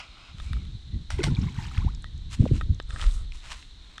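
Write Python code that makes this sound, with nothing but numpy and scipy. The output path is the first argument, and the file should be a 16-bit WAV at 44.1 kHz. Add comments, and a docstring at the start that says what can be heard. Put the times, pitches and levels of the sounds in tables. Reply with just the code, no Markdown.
"""A sleeve swishes with a throw and wind starts to buffet the microphone; then a stone slaps into a pond.
The air cavity collapses with a gulp, trapped bubbles ring and spray patters back onto the water.
Close by, a hand-held camera clicks and rubs in the grip, and feet shuffle on the dry grass of the bank,
snapping stems. Behind it all a far bird whistles and insects drone."""
import sys
import numpy as np
from scipy import signal
from scipy.fft import rfft, irfft
from scipy.io import wavfile
from scipy.ndimage import uniform_filter1d

SR = 44100
rng = np.random.default_rng(int(sys.argv[2]) if len(sys.argv) > 2 else 0)


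def waveform_to_disk(signal):
    """Save audio, clipped to [-1, 1], as 16-bit WAV at the path in sys.argv[1]."""
    frames = np.transpose(np.atleast_2d(signal))
    scaled = np.clip(frames, -1, 1) * 32767
    samples = np.round(scaled).astype(np.int16)
    wavfile.write(sys.argv[1], SR, samples)


N = 176400
T = np.arange(N) / SR
HZ = np.maximum(np.fft.rfftfreq(N, 1 / SR), 1)
WATER_LOW_CUT_HZ, FRICTION_LOW_CUT_HZ, AIR_LOW_CUT_HZ = 556, 406, 21.8


# hits of tearing water (time [s], attack [s], hold [s], decay [s], level [dB])
SPLASH_HITS = [(1.103, .0003, 0.0036, 0.0014, -36), (1.107, 0.0017, 0.013, 0.036, -41.5),
               (1.2307, 0.00097, 0.0031, 0.0025, -33), (1.2358, .002, 0.0045, .0015, -25),
               (1.243, .003, 0.0092, 0.022, -37), (1.266, 0.0011, 0.0034, 0.01, -39.5),
               (1.185, .001, .005, .008, -45), (1.718, .001, 0.0031, .004, -53),
               (1.778, 0.00038, 0.0015, 0.0013, -41), (1.798, 0.00043, 0.0018, 0.0012, -55)]
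# tone of the splash (frequency [Hz], gain [dB])
SPLASH_EQ = [(350, -34), (600, -1), (1140, -6.5), (1290, -7), (1490, -1.5), (1910, -7.5), (2070, 4),
             (2250, -4), (3570, -2.5), (5080, -8.5), (5510, -3.5), (6400, -15), (8630, -11.5), (11200, -31),
             (15500, -43)]
def splash():
    """The slap of entry and the jet that follows: a dense crackle of tearing water."""
    out = np.zeros(N)
    for start, attack, hold, decay, db in SPLASH_HITS:
        release = np.exp(-np.maximum(T - start - attack - hold, 0) / decay)
        envelope = np.clip((T - start) / attack, 0, 1) * release
        crackle = equalise(ticks(per_s=5800, spread_db=3.5), SPLASH_EQ, WATER_LOW_CUT_HZ)
        out += amp(db) * envelope * crackle
    return out


# gulps and blips (time [s], pitch [Hz], level [dB], attack [s], decay [s], glide [octaves/s])
BUBBLE_NOTES = [(1.1053, 1380, -22.5, 0.00045, 0.00084, -13), (1.1035, 890, -30, 0.0019, 0.0012, 5),
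                (1.19, 363, -20.5, 0.005, 0.011, 11.5), (1.206, 337, -20.5, 0.0024, 0.0059, -1),
                (1.188, 940, -38.5, 0.0037, 0.0086, 2), (1.189, 2050, -39, 0.0027, .004, -6),
                (1.203, 2510, -32.5, 0.00087, 0.0018, 8), (1.204, 1470, -37, 0.0014, 0.0077, 0),
                (1.216, 2070, -33.5, 0.0046, 0.0027, 5), (1.236, 1788, -26, 0.0038, 0.0011, 110),
                (1.24, 1100, -27, 0.00033, 0.0031, 2), (1.239, 3270, -24.5, .0005, 0.0014, 38),
                (1.239, 135.2, -16, 0.0037, 0.016, 1.5), (1.266, 860, -33.5, 0.0012, 0.0099, 2),
                (1.277, 307, -24, 0.00128, 0.0053, -5), (1.281, 1350, -36.5, 0.0025, .005, 8),
                (1.3502, 3800, -28.5, 0.00039, 0.0012, 79), (1.358, 3480, -33, 0.00035, 0.0018, 21),
                (1.366, 2360, -35, .003, 0.0026, -1), (1.417, 5200, -39.5, 0.0014, 0.0032, 26),
                (1.486, 2130, -36.5, .001, 0.0024, 12), (1.480, 973, -40.5, 0.0019, 0.0081, 8),
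                (1.586, 1910, -39, .002, 0.0037, -2), (1.589, 963, -36, 0.0017, 0.0073, -18),
                (1.714, 1260, -38, 0.0012, 0.0036, 3), (1.772, 1370, -30.5, 0.0052, 0.003, 149),
                (1.773, 1110, -37.5, 0.0034, 0.0079, 33), (1.812, 950, -43, 0.0078, 0.011, 17.5),
                (1.862, 591, -37, 0.021, 0.0082, 34)]
def bubbles(max_rise_octaves=1.3):
    """Trapped air rings; most bubbles bend up in pitch as they near the surface."""
    out = np.zeros(N)
    for start, hz, db, attack, decay, glide in BUBBLE_NOTES:
        t = np.arange(0, attack + 6 * decay, 1 / SR)
        pitch = hz * 2 ** np.minimum(glide * t, max_rise_octaves)
        envelope = np.minimum(t / attack, 1) * np.exp(-np.maximum(t - attack, 0) / decay)
        add(out, start, amp(db) * envelope * sine(pitch))
    return out


# swells of falling spray (time [s], level [dB])
SPRAY_FADER = [(1.13, -79), (1.19, -49.5), (1.28, -53), (1.32, -54), (1.39, -52.5), (1.46, -52.5),
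               (1.53, -56.5), (1.60, -48.5), (1.66, -48), (1.70, -53), (1.76, -50), (1.83, -54.5),
               (1.88, -60), (1.97, -72), (2.25, -99)]
# tone of the drops (frequency [Hz], gain [dB])
SPRAY_EQ = [(440, -44), (750, -3.5), (940, -1), (1220, -10), (2150, -8), (3250, -10.5), (4020, -12.5),
            (8530, -22.5), (15000, -39)]
def spray(plinks_per_s=3000, decay_cycles=5.6, bend=0.087):
    """Drops fall back: a patter of impacts and tiny rising bubbles, the small high ones commonest."""
    t, plinks = np.arange(SR // 16) / SR, np.zeros(N)
    pitches = np.geomspace(800, 8000, 36)
    for hz in pitches:
        age = t * hz / decay_cycles  # in decay times
        plink = np.exp(-age) * np.sin(2 * np.pi * hz * t * (1 + bend * np.minimum(age, 10) / 2))
        triggers = ticks(plinks_per_s * hz / pitches.sum(), spread_db=4.5)
        plinks += np.sqrt(hz) * signal.oaconvolve(triggers, plink)[:N]
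    plinks = equalise(plinks, SPRAY_EQ, WATER_LOW_CUT_HZ)
    patter = equalise(ticks(per_s=1700, spread_db=2), SPRAY_EQ, WATER_LOW_CUT_HZ)
    return fader(SPRAY_FADER) * (amp(2) * plinks + amp(-4) * patter)


# gusts on the microphone (time [s], level [dB])
GUST_FADER = [(0, -55), (.28, -51), (.40, -37), (.49, -43), (.56, -30.5), (.62, -38), (.72, -38.5),
              (.89, -45), (.945, -29), (1.0, -35.5), (1.07, -43.5), (1.14, -28), (1.22, -33), (1.26, -23),
              (1.32, -20), (1.36, -34), (1.44, -24.5), (1.48, -29), (1.54, -40), (1.59, -33), (1.66, -29.5),
              (1.72, -39.5), (1.82, -27), (1.93, -29.5), (2.0, -40), (2.12, -39.5), (2.22, -33),
              (2.28, -37.5), (2.38, -36.5), (2.42, -21.5), (2.48, -31), (2.54, -21.5), (2.64, -31),
              (2.72, -24), (2.80, -39), (2.95, -32.5), (3.12, -30), (3.24, -30.5), (3.32, -33.5),
              (3.48, -42), (3.62, -45.5), (4, -48.5)]
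# filter sweep of the rumble, higher for smaller eddies (time [s], cutoff [Hz])
EDDY_SWEEP = [(0, 43.7), (.4, 65.5), (.6, 118), (.8, 63.6), (.96, 106.5), (1.12, 42), (1.3, 157),
              (1.6, 122), (1.8, 81), (2.36, 68.5), (2.43, 238), (2.49, 108), (2.53, 148), (2.6, 87),
              (2.72, 93), (2.85, 59.4), (3.3, 36.6), (4, 41)]
# single thumps of air (centre time [s], pitch [Hz], level [dB], width [s])
BUFFET_HITS = [(0.348, 128, -31.5, 0.0026), (0.469, 66, -27, 0.01), (.514, 92.5, -19, 0.0031),
               (0.558, 56.4, -22.5, 0.022), (0.754, 65, -21, 0.0022), (0.944, 112, -25, 0.008),
               (1.305, 111, -26, 0.0078), (1.319, 128, -30, .004), (1.389, 121, -11, 0.0018),
               (1.433, 193, -23, .005), (1.467, 136, -17.5, 0.0034), (1.587, 123, -18, 0.0024),
               (1.786, 51.3, -7, 0.0023), (1.849, 135, -16, 0.0012), (1.867, 66, -9, 0.0031),
               (2.399, 200, -13, 0.0018), (2.408, 100, -4.5, 0.0026), (2.426, 332, -25, 0.00069),
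               (2.441, 200, -11.5, 0.0022), (2.456, 775, -25.5, 0.00036), (2.464, 510, -20, 0.0011),
               (2.514, 310, -16.5, 0.0012), (2.521, 111, -9, .003), (2.543, 85, -21, 0.0054),
               (2.697, 166, -23, 0.0021), (2.709, 82, -14, 0.0051), (2.724, 130, -22, 0.0027),
               (3.074, 36.5, -9.5, 0.012)]
def wind(slope=2.6, wobble_db=2.35):
    """Turbulence rumbles on the microphone, brighter as the eddies shrink, with single hard buffets."""
    spectrum, rumble = rfft(rng.standard_normal(N)), np.zeros(N)
    cutoffs = np.geomspace(35, 240, 7)
    sweep = np.interp(T, *np.transpose(EDDY_SWEEP))
    position = np.interp(sweep, cutoffs, np.arange(len(cutoffs)))
    bass_band = 1 / np.hypot(1, (AIR_LOW_CUT_HZ / HZ) ** 2) / np.hypot(1, (HZ / 400) ** 3)
    for k, hz in enumerate(cutoffs):
        response = bass_band / np.hypot(1, (HZ / hz) ** slope)
        crossfade = np.maximum(1 - abs(position - k), 0)
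        rumble += crossfade * unit(irfft(spectrum * response, N))
    power = uniform_filter1d(uniform_filter1d(rumble ** 2, size=2400), size=1200)
    compressed = rumble / np.sqrt(power + 0.064)
    out = compressed * fader(GUST_FADER) * amp(wobble_db * wander(rate_hz=25))
    for centre, hz, db, width in BUFFET_HITS:
        t = T - centre
        out -= amp(db) * np.sin(2 * np.pi * hz * t) / np.cosh(np.clip(t / width, -20, 20))
    return out


# grip clicks (time [s], level [dB], tilt [dB/octave], ring length [x], relative thud level [dB])
GRIP_HITS = [(0.384, -38.5, 6, 1.1, -16), (.400, -31, 2, 1.3, -18), (0.5325, -25, 1, .7, -40),
             (0.567, -39, -17, 1.5, -25), (0.6523, -42.5, 6.5, .8, -24), (2.0431, -29, 0.5, 0.8, -15),
             (2.611, -24, -4.5, 1.64, -6.5), (2.8, -26, 2, 0.81, 2.5), (2.906, -28, 2, 1.3, -15),
             (2.961, -27, -13, 1.4, -29), (2.9956, -31.5, -12, 3.3, -24), (3.025, -26, -4, 0.46, -26),
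             (3.041, -23.5, -9, 0.57, -6), (3.9808, -27.5, 1, 0.92, -31)]
# resonances of the camera case (frequency [Hz], level [dB], time to fall 60 dB [s])
CASE_MODES = [(787, -16, 0.007), (1278, 0, 0.02), (1600, -1, 0.013), (1863, -3, 0.019), (2530, -5, 0.0082),
              (3120, -10, 0.017), (3590, -1.5, 0.014), (5200, -14, 0.0077), (8630, -28, 0.0063)]
def case_clicks(slip_s=0.00023, scatter_db=5, thud_hz=480, thud_decay_s=0.0008):
    """A short gritty slip of the fingers rings the plastic case, a little differently each time."""
    t, out = np.arange(SR // 16) / SR, np.zeros(N)
    pivot_hz = CASE_MODES[1][0]
    for start, db, tilt, length, thud_db in GRIP_HITS:
        grit = amp(tilt - 3.5) * rng.standard_normal(len(t)) * np.exp(-t / slip_s)
        ring = np.zeros(len(t))
        for hz, mode_db, t60 in CASE_MODES:
            onset_db = mode_db + scatter_db * rng.uniform(-0.28, 1) + tilt * np.log2(hz / pivot_hz)
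            envelope = amp(onset_db - 60 * t / (t60 * length))
            ring += envelope * np.sin(2 * np.pi * (hz * t + rng.random()))
        click = ring * (1 - np.exp(-2 * t / slip_s))
        thud = amp(thud_db) * np.exp(-t / thud_decay_s) * np.sin(2 * np.pi * thud_hz * t)
        add(out, start, amp(db) * (click / abs(click).max() + thud + grit))
    return out


# snaps in the dry grass, the first one a late drop of spray ticking (time [s], level [dB], pitch [Hz])
SNAP_HITS = [(1.9485, -34, 5300), (2.023, -36, 8600), (2.178, -45.5, 7300), (2.477, -36, 2700),
             (2.489, -42, 2110), (2.746, -41, 6060), (2.825, -44, 7240), (3.014, -23.5, 3100),
             (3.066, -29, 3070), (3.1106, -33.5, 3730), (3.3208, -31.5, 2530), (3.3578, -47, 4000),
             (3.626, -37.5, 2380)]
def stem_snaps(decay_s=0.0017, bandwidth=0.21):
    """Dry stems break and a stray drop ticks, each a tight burst of band-passed noise."""
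    t, out = np.arange(SR // 40) / SR, np.zeros(N)
    edge = 1 + bandwidth / 2
    for start, db, hz in SNAP_HITS:
        band = signal.butter(1, [hz / edge, hz * edge], "band", fs=SR)
        snap = signal.lfilter(*band, rng.standard_normal(len(t)) * np.exp(-t / decay_s))
        add(out, start, amp(db) * snap / abs(snap).max())
    return out


# fingers shifting on the case (time [s], level [dB])
RUB_FADER = [(2.87, -73), (2.9, -51), (2.915, -54.5), (2.95, -48.5), (2.99, -53), (3.03, -46),
             (3.06, -49.5), (3.12, -56), (3.2, -57.5), (3.25, -64)]
# tone of the rubbed case (frequency [Hz], gain [dB])
RUB_EQ = [(500, 0.5), (900, -5), (1320, 8.5), (1600, -6), (1900, 0.5), (2400, -10), (3200, -3), (4400, -7),
          (5100, -4), (5900, -13), (8000, -6), (9200, -7), (10500, -47), (15000, -54)]
def finger_rub():
    """Sticking and slipping skin excites the case."""
    return fader(RUB_FADER) * equalise(ticks(per_s=1600, spread_db=2), RUB_EQ, FRICTION_LOW_CUT_HZ)


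# shoe strokes (peak time [s], attack [s], decay [s], level [dB], tilt [dB/octave])
SHOE_STROKES = [(.44, 0.064, 0.15, -55.5, 3), (2.343, 0.027, 0.01, -39, 3.5), (2.461, 0.1, 0.083, -53.5, 2),
                (2.566, 0.03, 0.035, -48, 2.5), (3.018, 0.036, 0.051, -41, 2),
                (3.147, 0.063, 0.041, -53, 12.5), (3.36, 0.029, 0.043, -52.5, 3.5),
                (3.466, 0.038, .04, -47.5, 0.5), (3.521, 0.023, 0.021, -38, 1), (3.6, 0.18, 0.07, -54, 3),
                (3.99, 0.22, .05, -59.5, -0.5)]
# tone of dry grass (frequency [Hz], gain [dB])
GRASS_EQ = [(260, -23), (450, -8.5), (809, -6), (1010, 1), (1280, -2.5), (2010, -2.5), (2900, -2),
            (4570, -9.5), (7980, -14), (9660, -22.5), (11500, -36.5), (15000, -44)]
def footsteps():
    """Each stroke of a shoe swells and dies, flicking many grass blades."""
    out = np.zeros(N)
    for peak, attack, decay, db, tilt in SHOE_STROKES:
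        envelope = np.exp(-(np.minimum(T - peak, 0) / attack) ** 2 - np.maximum(T - peak, 0) / decay)
        blades = ticks(per_s=3200, spread_db=3.5)
        out += amp(db) * envelope * equalise(blades, GRASS_EQ, FRICTION_LOW_CUT_HZ, tilt)
    return out


# swish of the throwing arm (time [s], level [dB])
SLEEVE_FADER = [(0, -35), (.02, -45.5), (.07, -54), (.11, -58.5), (.17, -55), (.3, -53), (.34, -63),
                (.45, -59), (.58, -59), (.72, -70)]
# tone of the cloth (frequency [Hz], gain [dB])
SLEEVE_EQ = [(290, -33), (500, -8.5), (661, -3), (898, -4), (1370, 4), (1820, -13), (1990, -3), (2430, 2.5),
             (3300, -1), (3770, -28), (4090, -18), (5060, -4), (5400, -12.5), (8270, -22.5), (12000, -46),
             (15600, -74), (22000, -120)]
def sleeve():
    """Cloth slides on cloth with a fine, even grain of friction."""
    grain = ticks(per_s=8000, spread_db=0)
    return fader(SLEEVE_FADER) * equalise(grain, SLEEVE_EQ, FRICTION_LOW_CUT_HZ)


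# far bird calls (time [s], length [s], pitch [Hz], level [dB])
BIRD_NOTES = [(0.423, .24, 2315, -60), (0.916, 0.057, 1960, -63), (2.043, 0.061, 1950, -54)]
def bird(arch=0.304, flutter=0.84):
    """Faint arched whistles that flutter on their way through the trees."""
    out = np.zeros(N)
    for start, length, hz, db in BIRD_NOTES:
        progress = np.linspace(0, 1, round(length * SR))
        jitter = 0.025 * wander(rate_hz=63)[:len(progress)]
        pitch = hz * (1 - arch * (progress - 0.33) ** 2 + jitter)
        add(out, start, amp(db) * np.sin(np.pi * progress) * sine(pitch))
    return out * (1 + flutter * wander(rate_hz=58))


# tone of the bed of insects and distant air (frequency [Hz], gain [dB])
AMBIENCE_EQ = [(100, 4.5), (300, -3), (550, -15.5), (1000, -13.5), (1900, -12.5), (2600, -13.5), (3200, -7),
               (3750, 1), (4200, -1.5), (4700, -14.5), (6000, -17), (8500, -23.5), (10000, -32),
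               (12000, -44), (15000, -47)]
def insects(chorus_hz=3750, half_width_hz=650, flutter=0.15):
    """A distant chorus flutters in a narrow band over steady air."""
    bed = equalise(rng.standard_normal(N), AMBIENCE_EQ, AIR_LOW_CUT_HZ)
    chorus = irfft(rfft(bed) * np.exp(-((HZ - chorus_hz) / half_width_hz) ** 4), N)
    return amp(-55) * (bed + flutter * chorus * wander(rate_hz=48))


def bank_reverb(x, wet_db=-32.5, t60_s=0.16, build_s=0.022):
    """The banks and trees scatter back a short, faint tail."""
    t = T[:SR]
    tail = rng.standard_normal(SR) * amp(-60 * t / t60_s) * np.minimum(t / build_s, 1)
    return x + amp(wet_db) * signal.fftconvolve(x, tail / np.linalg.norm(tail))[:N]


def amp(db):
    """Decibels to gain."""
    return 10 ** (np.asarray(db) / 20)


def unit(x):
    """Scales to rms 1."""
    return x / np.sqrt(np.mean(x ** 2) + 1e-20)


def add(mix, start, sound):
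    """Mixes a sound in at a start time in seconds."""
    part = mix[max(round(start * SR), 0):][:len(sound)]
    part += sound[:len(part)]


def sine(pitch):
    """Oscillator that follows a pitch curve in Hz."""
    return np.sin(2 * np.pi * np.cumsum(pitch) / SR)


def fader(points):
    """Gain along a dB curve, silent outside it."""
    return amp(np.interp(T, *np.transpose(points), left=-200, right=-200))


def equalise(x, points, low_cut_hz, tilt_db=0):
    """Applies an EQ curve, a tilt per octave and a low cut, then scales to rms 1."""
    hz, db = np.transpose(points)
    curve_db = np.interp(np.log(HZ), np.log(hz), db) + tilt_db * np.log2(np.minimum(HZ, SR / 5))
    return unit(irfft(rfft(x) * amp(curve_db) / np.hypot(1, (low_cut_hz / HZ) ** 4), N))


def wander(rate_hz):
    """Smooth random modulation, rms 1."""
    return unit(irfft(rfft(rng.standard_normal(N)) * np.exp(-(HZ / rate_hz) ** 2), N))


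def ticks(per_s, spread_db):
    """Random impulses; more spread makes a few stand out."""
    size = amp(spread_db * np.minimum(rng.exponential(1, N), 4))
    return size * rng.choice([-1, 1], N) * (rng.random(N) < per_s / SR)


def scene():
    """Mono mix: water and bird with a touch of reverb; wind, foley and insect bed dry."""
    pond = bank_reverb(splash() + bubbles() + spray() + bird())
    gusts = wind()
    high_cut = signal.butter(4, 7800, fs=SR)  # takes the edge off the clicks and snaps
    transients = signal.lfilter(*high_cut, case_clicks() + stem_snaps())
    foley = transients + finger_rub() + footsteps() + sleeve()
    return (pond + gusts + foley + insects())[None]


def record(dry, cutoff_hz=15700):
    """A steep high cut on the whole mix."""
    low_pass = signal.firwin(511, cutoff_hz, window=("kaiser", 9), fs=SR)
    return signal.oaconvolve(dry, low_pass[None], "same")


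dry = scene()
out = record(dry)
waveform_to_disk(out)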